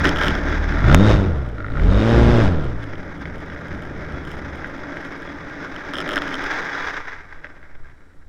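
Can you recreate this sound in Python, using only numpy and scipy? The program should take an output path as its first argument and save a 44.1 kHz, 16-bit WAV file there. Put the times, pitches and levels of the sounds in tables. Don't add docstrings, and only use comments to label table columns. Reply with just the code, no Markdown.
import sys
import numpy as np
from scipy import signal
from scipy.fft import rfft, irfft
from scipy.io import wavfile

SR = 44100
rng = np.random.default_rng(int(sys.argv[2]) if len(sys.argv) > 2 else 0)


def waveform_to_disk(signal):
    frames = np.transpose(np.atleast_2d(signal))
    scaled = np.clip(frames, -1, 1) * 32767
    samples = np.round(scaled).astype(np.int16)
    wavfile.write(sys.argv[1], SR, samples)


def nominal_scale(level):
    x = np.asarray(level, float) / 20
    return 10 ** x


N = 365148


def rms_one(x):
    return x / np.sqrt(np.mean(x ** 2) + 1e-20)


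def in_time(rows):
    s, *columns = np.transpose(rows)
    return [np.interp(np.arange(N) / SR, s, c) for c in columns]


def spells(rows, rise, fall):
    s = np.arange(N) / SR
    gain = 0
    for start, hold, db in rows:
        early = np.clip(start - s, 0, 1)
        late = np.clip(s - start - hold, 0, 1)
        gain = gain + nominal_scale(db - rise * early - fall * late)
    return gain


def drift(rate):
    r = np.exp(-2 * np.pi * rate / SR)
    return rms_one(signal.lfilter([1], [1, -2 * r, r * r], rng.standard_normal(N + SR))[SR:])


def colour(x, spectrum):
    size = 2 ** 20
    hz, db = np.transpose(spectrum)
    bin_hz = np.arange(size // 2 + 1) * SR / size
    log_gain = np.log(nominal_scale(np.interp(np.log(bin_hz + 1), np.log(hz), db)))
    cepstrum = irfft(log_gain)
    cepstrum[1:size // 2] *= 2
    cepstrum[size // 2 + 1:] = 0
    return rms_one(irfft(rfft(x, size) * np.exp(rfft(cepstrum)))[:N])


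def resonate(x, modes):
    out = 0
    for k, (hz, width, db) in enumerate(modes):
        r, w = np.exp(-np.pi * abs(width) / SR), 2 * np.pi * hz / SR
        ring = signal.lfilter([0, np.sin(w)], [1, -2 * r * np.cos(w), r * r], x + 1e-18)
        out = out + (-1) ** k * nominal_scale(db) * ring
    return out


def sharp(x, modes):
    out = 0
    for hz, width, db in modes:
        band = signal.butter(1, [hz * .85, hz * 1.15], "band", fs=SR, output="sos")
        out = out + resonate(signal.sosfilt(band, x), [(hz, width, db)])
    return out


def grains(per_s, spread_db):
    sizes = nominal_scale(spread_db * np.minimum(rng.exponential(1, N), 5)) * rng.choice([-1, 1], N)
    return sizes * (rng.random(N) < per_s / SR)


def struck(s, peak_db, modes, contact_ms):
    size = 400
    decay = np.exp(-np.arange(size) / (contact_ms * SR / 1000))
    bursts = 0.26 * rng.standard_normal((len(s), size)) * decay
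    bursts[:, 0] = 1.0
    bursts *= (nominal_scale(peak_db) / np.sqrt(np.sum(bursts ** 2, axis=1)))[:, None]
    force = np.zeros(N + size)
    np.add.at(force, (np.asarray(s) * SR).astype(int)[:, None] + np.arange(size), bursts)
    return sharp(force[:N], modes)


# frequency in Hz, level in dB per Hz.
SELF_NOISE = [(1590, -35), (2700, -5), (7010, -9.5), (7660, -9), (15800, -24)]
# frequency in Hz, level in dB.
SELF_TONES = [(3892, -83.5), (5599, -86), (7402, -90), (9598, -96), (12452, -101)]
SELF_DB = -72


def electronics():
    s = np.arange(N) / SR
    whines = sum(nominal_scale(db + 5.5) * np.sin(2 * np.pi * hz * s) for hz, db in SELF_TONES)
    return nominal_scale(SELF_DB) * colour(rng.standard_normal(N), SELF_NOISE) + whines


# time in seconds, buffeting in dB.
AIR = [(0.0, -22), (0.69, -29.5), (0.9, -17.5), (1.12, -17.5), (1.27, -20), (1.45, -29.5), (1.64, -37.5),
       (1.91, -19.5), (2.07, -28.5), (2.19, -16.5), (2.49, -21.5), (2.67, -25.5), (2.84, -36.5),
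       (4.36, -33.5), (4.91, -40.5), (6.0, -43.5), (7.43, -55.5), (8.28, -60.5)]
# frequency in Hz, level in dB per Hz.
BREEZE = [(1.8, -18.5), (3.0, -1), (18, -11), (38, -28.5), (150, -34.5), (200, -80), (330, -120)]
BUFFET = [(13, -27.5), (22, -9.5), (75, 1), (102, -5.5), (215, -5), (250, -12), (320, -38), (550, -120)]
HISS = [(53, -40), (90, -18), (162, 4), (215, -9.5), (270, 2), (447, -1.5), (1100, -14), (1430, -5.5),
        (2420, -120)]
# start in seconds, hold in seconds, level in dB.
GUSTS = [(1.7, .05, -36), (2.6, 0.13, -24.5), (4.75, 0.024, -45), (6.14, 0.03, -32.5), (6.4, 0.06, -28.5),
         (6.8, 0.76, -39), (7.8, 0.067, -30.5), (8.27, .02, -33.5)]
GUST_RISE, GUST_FALL = 143, 85
# frequency in Hz, width in Hz, level in dB.
FLEX = [(78, 12, 0)]
FLEX_DB = -53
BREEZE_DB, STIRRED_DB = -48.5, -3.5
RUSH_DB, RUSH_FOLLOWS, ROLLING_RUSH_DB = -31.5, 0.75, -7


def air():
    (buffet_db,), (roll_db, coarse_db) = in_time(AIR), in_time(ROLL)
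    breeze = colour(rng.standard_normal(N), BREEZE)
    buffet = colour(rng.standard_normal(N) * nominal_scale(2.6 * drift(4.9)), BUFFET)
    hiss = colour(rng.standard_normal(N) * nominal_scale(1.3 * drift(34)), HISS)
    gusts = nominal_scale(BREEZE_DB) + nominal_scale(buffet_db + STIRRED_DB) + spells(GUSTS, GUST_RISE, GUST_FALL)
    flow_rush = nominal_scale(RUSH_DB + RUSH_FOLLOWS * (buffet_db + 26))
    rolling_rush = nominal_scale(roll_db + 0.52 * coarse_db + ROLLING_RUSH_DB)
    flex = nominal_scale(FLEX_DB) * rms_one(resonate(rng.standard_normal(N), FLEX))
    return gusts * breeze + nominal_scale(buffet_db) * buffet + np.hypot(flow_rush, rolling_rush) * hiss + flex


# time in seconds, peak of the thin ring in dB.
KNOCKS = [(0.044, -31), (0.0536, -28), (0.071, -33.5), (0.0847, -40), (0.0918, -26), (0.2195, -44),
          (0.2458, -35.5), (0.258, -44.5), (0.2822, -28.5), (0.352, -37.5), (2.955, -56), (4.123, -55),
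          (5.7625, -44.5), (5.936, -39), (5.9542, -43), (5.9837, -46), (6.0036, -34.5), (6.0906, -33),
          (6.0902, -44.5), (6.119, -44.5), (6.1334, -39), (6.1587, -34.5), (6.169, -38), (6.178, -34),
          (6.22, -37), (6.2807, -46), (6.3426, -38), (6.4398, -40)]
# start in seconds, length in seconds, mean level in dB.
CHATTER = [(0.014, .08, -52), (0.161, .16, -39.5), (0.337, .07, -55), (5.937, .08, -44), (6.082, 0.11, -41),
           (6.216, 0.13, -54), (6.331, .03, -44), (6.417, .02, -46), (6.536, .005, -49)]
CHATTER_GAP_S, CHATTER_SCATTER_DB = .0095, 3.5
# time in seconds, peak
# in dB.
BUMPS = [(2.6644, -29), (2.9347, -27.5), (3.255, -20), (3.4999, -24.5), (3.521, -30), (3.562, -28),
         (4.6443, -23), (4.9701, -24.5), (5.2749, -26), (6.1679, -10.5), (6.2188, -27), (6.9401, -22),
         (7.3253, -35), (7.3766, -40), (7.4445, -26.5), (7.4484, -35), (7.4564, -38), (7.4684, -37),
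         (7.5662, -41), (7.6286, -40), (7.7518, -42), (7.856, -47), (7.8994, -46.5), (8.272, -59),
         (1.797, -22)]
# frequency in Hz, width in Hz, level in dB.
FRAME_LOW = [(280.3, 24, 2.5), (371, 33, -4.5), (170.7, 73, -14.5), (593.6, 70, 3)]
FRAME_MID = [(1384, 170, 0.5), (1706, 270, -1), (3154, 440, 1), (5240, 185, -14.5)]
FRAME_TOP = [(6980, 330, -2), (8840, 255, -3), (13260, 400, -7), (15400, 500, -12.5)]
JOLT = [(1886, 520, 8.5), (1620, 199, 2), (588, 74, -7.5), (3360, 120, -21.5)]


def rattle():
    s, peak_db = np.transpose(KNOCKS)
    for start, length, db in CHATTER:
        chance = rng.standard_normal((16, 2))
        after = CHATTER_GAP_S * (np.arange(16) + 0.25 * chance[:, 0])
        s = np.append(s, start + after)
        past_end = 200 * (after > length)
        peak_db = np.append(peak_db, db + CHATTER_SCATTER_DB * chance[:, 1] - past_end)
    knocks = struck(s, peak_db + 1.0, FRAME_TOP, contact_ms=0.46)
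    knocks += struck(s, peak_db + 22.5, FRAME_MID, contact_ms=0.46)
    knocks += struck(s, peak_db + 10.5, FRAME_LOW, contact_ms=0.88)
    s, peak_db = np.transpose(BUMPS)
    jolts = struck(s, peak_db + 3.5, JOLT, contact_ms=1.0)
    jolts += struck(s, peak_db - 8, FRAME_MID, contact_ms=6.7)
    return knocks + jolts


# time in seconds, grinding in dB, coarseness of the ground in dB.
ROLL = [(0.0, -23.5, -13), (0.06, -17.5, -2), (0.14, -24, 0.5), (0.25, -21, -3.5), (0.41, -26.5, 2),
        (0.83, -26, -1), (1.5, -43, 8.5), (2.9, -38, 3), (4.3, -35, 0.5), (4.98, -33.5, 2),
        (5.34, -34.5, 0), (5.9, -30, -2), (6.17, -27, 2.5), (6.55, -23, -11.5), (6.77, -27, -7.5),
        (7.24, -46.5, -7), (7.5, -46, -1.5), (8.28, -59.5, -14)]
# start in seconds, hold in seconds, level in dB.
LURCHES = [(6.785, .016, -31), (6.83, 0.017, -32.5), (6.87, 0.036, -28), (6.942, 0.033, -29.5),
           (7.003, 0.011, -33.5), (7.045, 0.0053, -41), (7.075, 0.019, -33.5), (7.12, 0.011, -38),
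           (7.16, 0.0081, -49), (7.205, 0.018, -48), (7.255, .01, -50), (7.32, 0.012, -43),
           (7.445, 0.013, -48), (7.56, 0.012, -57), (7.86, 0.017, -50)]
LURCH_RISE, LURCH_FALL = 900, 450
# frequency in Hz, level in dB per Hz.
GRIND = [(250, -29), (420, -9), (605, -18.5), (844, -8), (1110, -11), (1620, -0.5), (2160, -5), (2720, -20),
         (3680, -19.5), (4220, -30), (5140, -23.5), (6260, -30), (7860, -48), (12200, -59.5), (15800, -48)]
# frequency in Hz, width in Hz, level in dB.
FRAME_SING = [(1218, 10, -2), (1624, 42, 5), (1904, 64, -1.5), (3365, 31, -5), (3760, 110, -8.5),
              (4930, 100, -20)]
SHAKE_DB, SHAKE_THRUM_DB = -8.5, 4
BRIGHT_DB, BRIGHT_REVVED_DB, SMALL_RATTLE_DB = -12.5, 2.5, -74
BRIGHT_FOLLOWS = 0.13


def wheels(phase):
    s = np.arange(N) / SR
    (roll_db, coarse_db), (power_db,) = in_time(ROLL), in_time(THROTTLE)
    level = np.hypot(nominal_scale(roll_db), nominal_scale(power_db + SHAKE_DB)) + spells(LURCHES, LURCH_RISE, LURCH_FALL)
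    low = np.hypot(nominal_scale(roll_db + coarse_db), nominal_scale(power_db + SHAKE_THRUM_DB))
    revved = np.clip((np.gradient(phase) * SR / (2 * np.pi) - 45) / 50, 0, 1)
    slowing = np.clip(s - 6.4, 0, .5) * 2
    clumps = nominal_scale(1.45 * drift(37) * (1.5 - 0.2 * revved + 0.15 * slowing))
    clumps *= nominal_scale(1.9 * revved * np.cos(phase - .6))

    grit = grains(7000, spread_db=3.0) * clumps
    grind = colour(grit, GRIND) + nominal_scale(-14.5 + 1.7 * slowing) * rms_one(sharp(grit, FRAME_SING))
    bright = signal.sosfiltfilt(signal.butter(2, 2400, "high", fs=SR, output="sos"), grind)
    bright_db = BRIGHT_DB + BRIGHT_REVVED_DB * revved + BRIGHT_FOLLOWS * (roll_db + 32.5)
    grind = signal.sosfilt(signal.cheby1(4, 1, 2380, fs=SR, output="sos"), grind)
    grind = grind + nominal_scale(bright_db) * rms_one(bright)

    thrum = rms_one(resonate(grains(1500, spread_db=-1.5) * clumps, FRAME_LOW))
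    tick = grains(260, spread_db=4.0) * nominal_scale(3 * drift(6))
    tick = rms_one(sharp(tick, FRAME_TOP)) + nominal_scale(18.0) * rms_one(sharp(tick, FRAME_MID))
    rolling = np.clip((7.15 - s) / 0.2, 0, 1)
    ticking = nominal_scale(SMALL_RATTLE_DB + 2.5) * rolling * tick
    return level * grind + low * nominal_scale(-5.0 - 3.1 * revved) * thrum + ticking


# first kick in seconds, length in seconds, kicks per second,
# gain in rate per second, first kick in dB.
PULLS = [
    (0.7403, .18, 30.3, 184, -19),
    (1.5823, .195, 46, 75, -27),
]
# frequency in Hz, width in Hz, level in dB.
KICK = [(1403, 125, -4), (1870, 410, -2.5), (3760, 440, -19)]
KICK_SCATTER_DB, KICK_SWELL_DB = 1.0, .006


def kicks():
    s, peak_db, n = [], [], np.arange(14)
    for start, length, rate, gain, first_db in PULLS:
        after = (np.sqrt(rate ** 2 + 2 * gain * n) - rate) / gain
        s = np.append(s, start + after)
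        db = first_db + KICK_SWELL_DB * gain * n + KICK_SCATTER_DB * rng.standard_normal(len(n))
        peak_db = np.append(peak_db, db - 200 * (after > length))
    return struck(s, peak_db + 7, KICK, contact_ms=1.0)


# time in seconds, level of the wash in dB.
THROTTLE = [(0.6, -62), (0.78, -40.5), (0.93, -16.5), (0.97, -24), (1.114, -15), (1.2, -27.5), (1.4, -43.5),
            (1.65, -47), (1.82, -30.5), (1.95, -24), (2.03, -21), (2.12, -19), (2.3, -19), (2.46, -20.5),
            (2.5, -28), (2.6, -33), (2.7, -35), (2.9, -72.5)]
# start in seconds, hold in seconds, level in dB.
STRAIN = [
    (0.89, 0.22, -36.5),
    (1.95, .17, -41.5),
]
STRAIN_RISE, STRAIN_FALL = 120, 120
# frequency in Hz, width in Hz, level in dB.
MOUNT = [(1280, 210, 3.5), (6520, 55, -26.5)]
BLADE_TICK = [(5120, 380, -8), (8600, 460, -27)]
# frequency in Hz, level in dB per Hz.
WASH = [(240, -25.5), (400, -0.5), (588, -3.5), (740, -8), (1550, -13), (2650, -20.5), (3660, -20.5),
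        (4080, -28.5), (5220, -30), (15800, -67)]
WHINE_REST_HZ, WHINE_RISE, WHINE_WIDTH_HZ = 3230, 4.6, 76
TICK_DB, TICK_FOLLOWS = -56, 2.2
POWER_CUT_S, POWER_CUT_DB = 2.475, -1


def motor(phase):
    chop = np.exp(np.cos(phase - .6))
    passes = np.diff(np.floor(phase / (2 * np.pi)), prepend=0) * nominal_scale(2.0 * rng.standard_normal(N))
    shake = rms_one(passes) + .35 * rms_one(rng.standard_normal(N) * chop)
    r = np.exp(-np.pi * WHINE_WIDTH_HZ / SR)
    whine_hz = WHINE_REST_HZ + WHINE_RISE * np.gradient(phase) * SR / (2 * np.pi)
    whine = signal.lfilter([1], [1, -r], shake) * np.sin(2 * np.pi * np.cumsum(whine_hz) / SR)
    ring = rms_one(whine) + nominal_scale(4) * rms_one(sharp(shake, MOUNT))
    tick = rms_one(sharp(rms_one(passes) + .3 * rng.standard_normal(N), BLADE_TICK))
    wash = colour(rng.standard_normal(N) * chop ** 0.5 * nominal_scale(0.65 * drift(33)), WASH)
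    s, (power_db,) = np.arange(N) / SR, in_time(THROTTLE)
    out = nominal_scale(-3.5) * spells(STRAIN, STRAIN_RISE, STRAIN_FALL) * ring
    out += nominal_scale(power_db - 2.5) * wash
    out += nominal_scale(TICK_DB + TICK_FOLLOWS * (power_db + 24) - 7.5) * tick
    return out * nominal_scale(POWER_CUT_DB * np.clip((s - POWER_CUT_S) / 0.012, 0, 1))


# time in seconds, blade passes in Hz, level in dB, weight of the fundamental in dB.
PROP = [(0.0, 36.5, -29, 0), (0.76, 37.37, -26, 6), (0.86, 55.07, -14.5, -7), (0.93, 75.8, -11, -2.5),
        (1.02, 101.8, -13.5, -1), (1.08, 108.9, -21, 8.5), (1.2, 100.8, -22, 4), (1.39, 68.7, -32, 11.5),
        (1.65, 46.53, -31.5, -3.5), (1.88, 89.95, -22, 3), (2.06, 114, -19, 1), (2.33, 119.3, -20, 6.5),
        (2.4, 113.2, -18.5, 4.5), (2.52, 85.56, -22.5, 4), (2.7, 61.7, -28.5, 0.5),
        (3.05, 42.5, -39.5, -13), (4.2, 38.03, -38, -17), (4.9, 38.62, -57, -10)]
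# multiple of the blade rate, level in dB.
UPPER = [(3, 0.5), (5, -5.5), (6, -15.5), (7, -12.5)]
# start in seconds, hold in seconds, level in dB.
SHUDDERS = [(0.86, 0.13, -16.5), (1.15, 0.013, -12), (1.83, 0.16, -13.5), (2.17, 0.054, -14),
            (2.27, .05, -13)]
SHUDDER_RISE, SHUDDER_FALL = 210, 690
UPPER_DB, FOURTH_DB, IMBALANCE_DB = -3.5, -7.5, -21.5
UPPER_FOLLOWS, FOURTH_FOLLOWS, COAST_DB, UPPER_PER_HZ = 0.35, 0.43, -23.5, .4
IDLE_HZ, IDLE_FOURTH_DB = 46, -11


def propeller():
    blade_hz, level_db, first_db = in_time(PROP)
    phase = 2 * np.pi * np.cumsum(blade_hz * (1 + .004 * drift(20))) / SR
    tone = nominal_scale(level_db + first_db + drift(9)) * np.cos(phase)
    tone += nominal_scale(level_db + drift(9)) * np.cos(2 * phase)
    load_db = np.maximum(in_time(THROTTLE)[0], COAST_DB) + 19 + UPPER_PER_HZ * (blade_hz - 110)

    idle_db = level_db + IDLE_FOURTH_DB + drift(4) - .4 * first_db - 40 * (blade_hz > IDLE_HZ)
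    tone += nominal_scale(idle_db) * np.cos(4 * phase)
    turn = nominal_scale(level_db + IMBALANCE_DB) + spells(SHUDDERS, SHUDDER_RISE, SHUDDER_FALL)
    tone += turn * nominal_scale(2 * drift(13)) * np.cos(phase / 2)
    fourth_db = level_db + FOURTH_DB + FOURTH_FOLLOWS * load_db - 0.17 * first_db
    tone += nominal_scale(fourth_db + 2 * drift(5.7)) * np.cos(4 * phase)
    for multiple, db in UPPER:
        upper_db = level_db + UPPER_DB + db + UPPER_FOLLOWS * load_db - .2 * first_db
        tone += nominal_scale(upper_db + 2 * drift(4.7)) * np.cos(round(multiple) * phase)
    stopped = np.clip((PROP[-1][0] - np.arange(N) / SR) / 0.38, 0, 1)
    return -np.sqrt(2) * tone * stopped, phase


def scene():
    tone, phase = propeller()
    plane = tone + motor(phase) + kicks() + wheels(phase) + rattle()
    return (electronics() + air() + plane)[None]


def band_limit(x):
    return signal.sosfilt(signal.butter(12, 16400, fs=SR, output="sos"), x)


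OVERFLOW_S, OVERFLOW_SAMPLES = .94645, 10


def record(dry):
    x = 1.159 * np.tanh(dry / 1.38)
    after = np.arange(N) - round(OVERFLOW_S * SR)
    swell = np.exp(-((after - 8) / 45) ** 4)
    x = x + swell * (1 - x)
    wrap = -2. * ((after >= 0) & (after < OVERFLOW_SAMPLES))
    dull = signal.butter(1, 13000, fs=SR, output="sos")
    wrap = signal.sosfiltfilt(dull, wrap)
    return band_limit(np.clip(x + wrap, -1, 1))


dry = scene()
out = record(dry)
waveform_to_disk(out)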